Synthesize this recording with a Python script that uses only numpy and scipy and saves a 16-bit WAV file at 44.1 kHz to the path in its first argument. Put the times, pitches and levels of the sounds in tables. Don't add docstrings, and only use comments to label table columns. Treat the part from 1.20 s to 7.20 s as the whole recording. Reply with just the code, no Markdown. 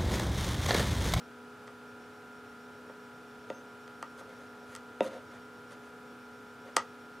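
import sys
import numpy as np
from scipy import signal
from scipy.fft import rfft, irfft
from scipy.io import wavfile
from scipy.ndimage import uniform_filter1d

SR = 44100
rng = np.random.default_rng(int(sys.argv[2]) if len(sys.argv) > 2 else 0)


def digitize_waveform(pressure):
    field = np.atleast_2d(pressure).T
    bounded = np.clip(field, -1, 1)
    quanta = np.round(bounded * 32767).astype(np.int16)
    wavfile.write(sys.argv[1], SR, quanta)


N = 264600
TIME_S = np.arange(N) / SR

# freq_hz, peak_db, t60_s
CASE_MODES = [(219, -8, 0.12), (307, -8, 0.28), (420, -13.5, 0.024), (528, 4, 0.12), (601.4, -2.5, 0.095),
              (714, -9.5, 0.066), (936, -10, 0.065), (1990, -32, 0.028), (2675, -24, 0.018),
              (3705, -25.5, 0.021)]


def amp(db):
    return 10 ** (np.asarray(db) / 20)


def unit(x):
    return x / np.sqrt(np.mean(x ** 2) + 1e-20)


def lookup(curve, hz):
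    knots_hz, values = np.transpose(curve)
    return np.interp(np.log(hz + 1), np.log(knots_hz + 1), values)


def colour(x, curve):
    gain_db = lookup(curve, np.fft.rfftfreq(len(x), 1 / SR))
    return irfft(rfft(x) * amp(gain_db), len(x))


def soften(x, hz, order):
    return signal.lfilter(*signal.butter(order, min(hz, .45 * SR), fs=SR), x)


def drift(hz):
    freq_hz = np.fft.rfftfreq(N, 1 / SR)
    return unit(irfft(rfft(rng.standard_normal(N)) / (1 + (freq_hz / hz) ** 4), N))


def add(mix, start_s, sound):
    part = mix[max(round(start_s * SR), 0):][:len(sound)]
    part += sound[:len(part)]


def room_tail(build_s=.005):
    # freq_hz, t60_s
    decay_times = [(150, 0.094), (500, 0.27), (1200, 0.15), (3000, 0.15), (7000, 0.17), (14000, 0.075)]
    # freq_hz, level_db
    spectrum = [(150, 3), (500, -13.5), (1200, -2), (2000, -6.5), (3200, -5), (6000, -9), (8500, -20),
                (14000, -13)]
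    hz, t, bands = signal.stft(rng.choice([-1., 1.], SR // 2), SR, nperseg=256)
    t60_s = lookup(decay_times, hz)[:, None]
    decay = np.exp(-np.log(1000) * t / t60_s)
    energy_norm = np.sqrt(2 * np.log(1000) / (t60_s * SR))
    gain = amp(lookup(spectrum, hz))[:, None]
    taps = signal.istft(bands * decay * energy_norm * gain, SR, nperseg=256)[1]
    onset = 1 - np.exp(-(TIME_S[:len(taps)] / build_s) ** 2)
    return taps * onset


def room(x, echo_cut_hz=4500, side_db=-15):
    # delay_s, gain_db
    echoes = [(.0028, -15), (.0070, -16), (0.01, -21), (0.0143, -37), (.0240, -26.5)]
    mid = x + signal.oaconvolve(x, room_tail())[:N]
    dulled = soften(x, echo_cut_hz, order=1)
    for delay_s, gain_db in echoes:
        add(mid, delay_s, amp(gain_db) * dulled)
    side = amp(side_db) * signal.oaconvolve(x, room_tail())[:N]
    return mid + np.array([side, -side])


def fan_air(level_db=-56, swell_db=0.65, gust_cut_hz=700):
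    # freq_hz, relative_density_db
    spectrum = [(20, -16), (45, -14.5), (75, -4.5), (115, 4.5), (160, -0.5), (300, 2.5), (370, -1.5),
                (470, 4), (620, -2), (1050, -4.5), (1400, -9), (2100, -9), (2420, -12), (2900, -11.5),
                (3450, -14), (4200, -16.5), (9000, -23.5), (12500, -26), (15500, -34)]
    # freq_hz, side_over_mid_db
    width = [(25, -17), (60, -19), (250, -10), (1000, -10), (2500, -10), (8000, -10.5), (14000, -25)]
    mid = unit(colour(rng.standard_normal(N), spectrum))
    side = unit(colour(rng.standard_normal(N), spectrum))
    side = colour(side, width)
    mid += (amp(swell_db * drift(hz=9.2)) - 1) * soften(mid, gust_cut_hz, order=1)
    return amp(level_db) * (mid + np.array([side, -side]))


def fan_hum(shaft_hz=34.93, blades=7, wander=0.0005, trim_db=0.22, waver_db=1.0, sway_rad=0.28):
    # shaft_multiple, level_db
    tones = [(7, -57), (8, -70), (12, -59), (13, -73), (14, -65), (20, -77), (21, -68), (23, -78),
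             (24, -69), (28, -66), (32, -77), (33, -79), (35, -72), (36, -66), (37, -64), (38, -75),
             (39, -70), (40, -57), (41, -67), (42, -77), (43, -76), (44, -65), (45, -79), (48, -71),
             (49, -74), (50, -80), (51, -80), (67, -80), (69, -81), (70, -79), (73, -82), (98, -82),
             (102, -83), (138, -86)]
    turns = np.cumsum(shaft_hz * (1 + wander * drift(hz=0.4))) / SR
    gusts = [drift(hz=5.9) for _ in range(8)]
    out = np.zeros(N)
    for k, (multiple, level_db) in enumerate(tones):
        swell = np.roll(gusts[k % len(gusts)], rng.integers(N))
        shift = np.roll(gusts[(k + 1) % len(gusts)], rng.integers(N))
        phase = 2 * np.pi * (multiple * turns + rng.random())
        phase += sway_rad * (1 + blades / multiple) * shift
        out += np.sqrt(2) * amp(trim_db + level_db + waver_db * swell) * np.sin(phase)
    return out


def electronics_whine(pitch_hz=5561, bursts_per_s=7.5, level_db=-74, rest_db=-14):
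    # start_s, end_s
    runs = [(0, .07), (.665, 1.01), (1.13, 3.5), (3.93, 4.56), (4.863, 6)]
    on = np.zeros(N)
    for start_s, end_s in runs:
        running = (TIME_S >= start_s) & (TIME_S < end_s)
        on += running * ((TIME_S - start_s) * bursts_per_s % 1 < .5)
    gate = uniform_filter1d(np.maximum(on, amp(rest_db)), size=130)
    return np.sqrt(2) * amp(level_db) * gate * np.sin(2 * np.pi * pitch_hz * TIME_S)


def whistles(arch_hz=120, edge_s=0.0095, fade_db_per_s=130):
    # start_s, length_s, pitch_hz, glide_hz_per_s, level_db
    notes = [(2.282, 0.056, 6560, 7000, -68), (2.336, 0.088, 6180, -500, -62.5)]
    out = np.zeros(N)
    for start_s, length_s, pitch_hz, glide_hz_per_s, level_db in notes:
        t = np.arange(0, length_s, 1 / SR)
        hz = pitch_hz + glide_hz_per_s * (t - length_s / 2) + arch_hz * np.sin(np.pi * t / length_s)
        edges = np.minimum(np.minimum(t, length_s - t) / edge_s, 1)
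        envelope = amp(level_db - fade_db_per_s * t) * edges
        add(out, start_s, np.sqrt(2) * envelope * np.sin(2 * np.pi * np.cumsum(hz) / SR))
    return out


def panel_ring(modes, travel_s=0.001308, low_cut_hz=250, size=16384):
    hz = np.fft.rfftfreq(size, 1 / SR)
    power = 1e-12
    for mode_hz, peak_db, t60_s in modes:
        width_hz = np.log(1000) / np.pi / t60_s
        denominator = (mode_hz ** 2 - hz ** 2) ** 2 + (hz * width_hz) ** 2
        power += (amp(peak_db) * mode_hz * width_hz) ** 2 / denominator
    log_gain = np.log(power / (1 + (low_cut_hz / (hz + 10)) ** 6)) / 2
    mirrored = np.r_[log_gain, log_gain[-2:0:-1]]
    causal_rad = -signal.hilbert(mirrored).imag[:len(hz)]
    bending_rad = -4 * np.pi * travel_s * np.sqrt(hz * 1000)
    return irfft(np.exp(log_gain + 1j * (causal_rad + bending_rad)))[:size // 2]


def finger_scuffs(grain_db=2.0):
    # centre_s, length_s, hiss_db, rumble_db, brightness_hz
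    strokes = [(2.383, 0.094, -77, -56.5, 3000), (2.995, 0.035, -54, -55, 14000),
               (3.11, 0.091, -60, -55.5, 4000), (3.22, 0.084, -60.5, -61, 6000),
               (3.526, 0.092, -58, -61, 15000), (3.842, 0.036, -50, -48, 15000),
               (3.871, 0.028, -50.5, -40.5, 9000), (3.938, 0.098, -57.5, -43.5, 7000),
               (4.14, 0.073, -54, -54.5, 3000), (4.523, .04, -54.5, -56, 8000),
               (4.665, .07, -64, -63, 10000), (5.48, 0.04, -55.5, -48.5, 4000)]
    # freq_hz, relative_density_db
    spectrum = [(100, -22), (300, -17), (1500, 14), (2600, 2), (4200, 1.5), (5600, -3.5), (6300, 3.5),
                (7200, -3), (10000, -1), (13000, -9), (16000, -26)]
    slips = rng.standard_normal(N) * amp(grain_db * drift(hz=370))
    hiss = unit(colour(slips, spectrum))
    rumble = unit(signal.oaconvolve(slips, panel_ring(CASE_MODES))[:N])
    out = np.zeros(N)
    for centre_s, length_s, hiss_db, rumble_db, brightness_hz in strokes:
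        envelope = np.exp(-(2 * (TIME_S - centre_s) / length_s) ** 2)
        out += envelope * (amp(hiss_db) * soften(hiss, brightness_hz, order=1) + amp(rumble_db) * rumble)
    return out


def strike(case_db, cap_db, contact_hz, low_cut_hz):
    # freq_hz, peak_db, t60_s
    cap_modes = [(695, -2.5, 0.026), (906, 0, 0.022), (1090, -11.5, 0.022), (1237, 2, 0.029),
                 (1337, -5, 0.03), (1620, -13, 0.035), (1934, 0, 0.037), (2210, -13.5, 0.033),
                 (2500, -22.5, 0.02), (2790, -12.5, 0.063), (3160, -12.5, 0.014), (4620, -18, 0.0024),
                 (5430, -18, 0.0031), (6300, -15.5, 0.0062), (7140, -19, 0.0046), (8150, -10.5, 0.0074),
                 (9660, -21, 0.0036), (10800, -24, 0.0052), (13000, -30, .003)]
    ringing = amp(case_db) * panel_ring(CASE_MODES) + amp(cap_db) * panel_ring(cap_modes)
    blow = soften(ringing, contact_hz, order=2)
    return blow - soften(blow, low_cut_hz, order=1)


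def tick(cap_db, contact_hz):
    return strike(case_db=cap_db + 6, cap_db=cap_db, contact_hz=contact_hz, low_cut_hz=2000)


def finger_ticks():
    # start_s, strength_db, contact_hz
    touches = [(0.474, -15.5, 12000), (0.4780, -2, 2800), (0.4880, -12, 2600), (2.678, -6.5, 4500),
               (3.551, 1.5, 18000), (3.5621, -3, 18000), (4.5197, -9, 5000)]
    out = np.zeros(N)
    for start_s, strength_db, contact_hz in touches:
        add(out, start_s, tick(strength_db, contact_hz))
    return out


def key_snaps(case_over_cap_db=1.5):
    # snap_s, snap_db, contact_hz, tick_lead_s, tick_db
    releases = [(2.8269, 7, 2200, 0.0006, -3), (5.5667, 21.5, 12480, 0.0024, 10)]
    out = np.zeros(N)
    for snap_s, snap_db, contact_hz, tick_lead_s, tick_db in releases:
        add(out, snap_s - tick_lead_s, tick(tick_db, contact_hz=17000))
        add(out, snap_s, strike(snap_db + case_over_cap_db, snap_db, contact_hz, low_cut_hz=530))
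    return out


def key_presses(low_cut_hz=185, bottom_lag_s=0.0144, bottom_db=-15.5, bottom_contact_hz=900):
    # start_s, force_db, contact_hz
    presses = [(1.6964, 4, 1180), (2.3011, 17.5, 4000), (3.0100, 4.5, 1200), (3.8061, 30, 4400)]
    out = np.zeros(N)
    for start_s, force_db, contact_hz in presses:
        cap_db = -6 + 0.32 * force_db
        add(out, start_s, strike(force_db, cap_db, contact_hz, low_cut_hz))
        bottoming = amp(bottom_db) * strike(force_db, cap_db, bottom_contact_hz, low_cut_hz)
        add(out, start_s + bottom_lag_s, bottoming)
    return out


def scene():
    handling = finger_scuffs() + finger_ticks() + key_snaps() + key_presses()
    return room(handling) + fan_air() + fan_hum() + electronics_whine() + whistles()


def record(dry):
    taps = signal.firwin(511, 15900, window=("kaiser", 9), fs=SR)
    return signal.oaconvolve(dry, taps[None], "same", axes=1)


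dry = scene()
out = record(dry)
digitize_waveform(out)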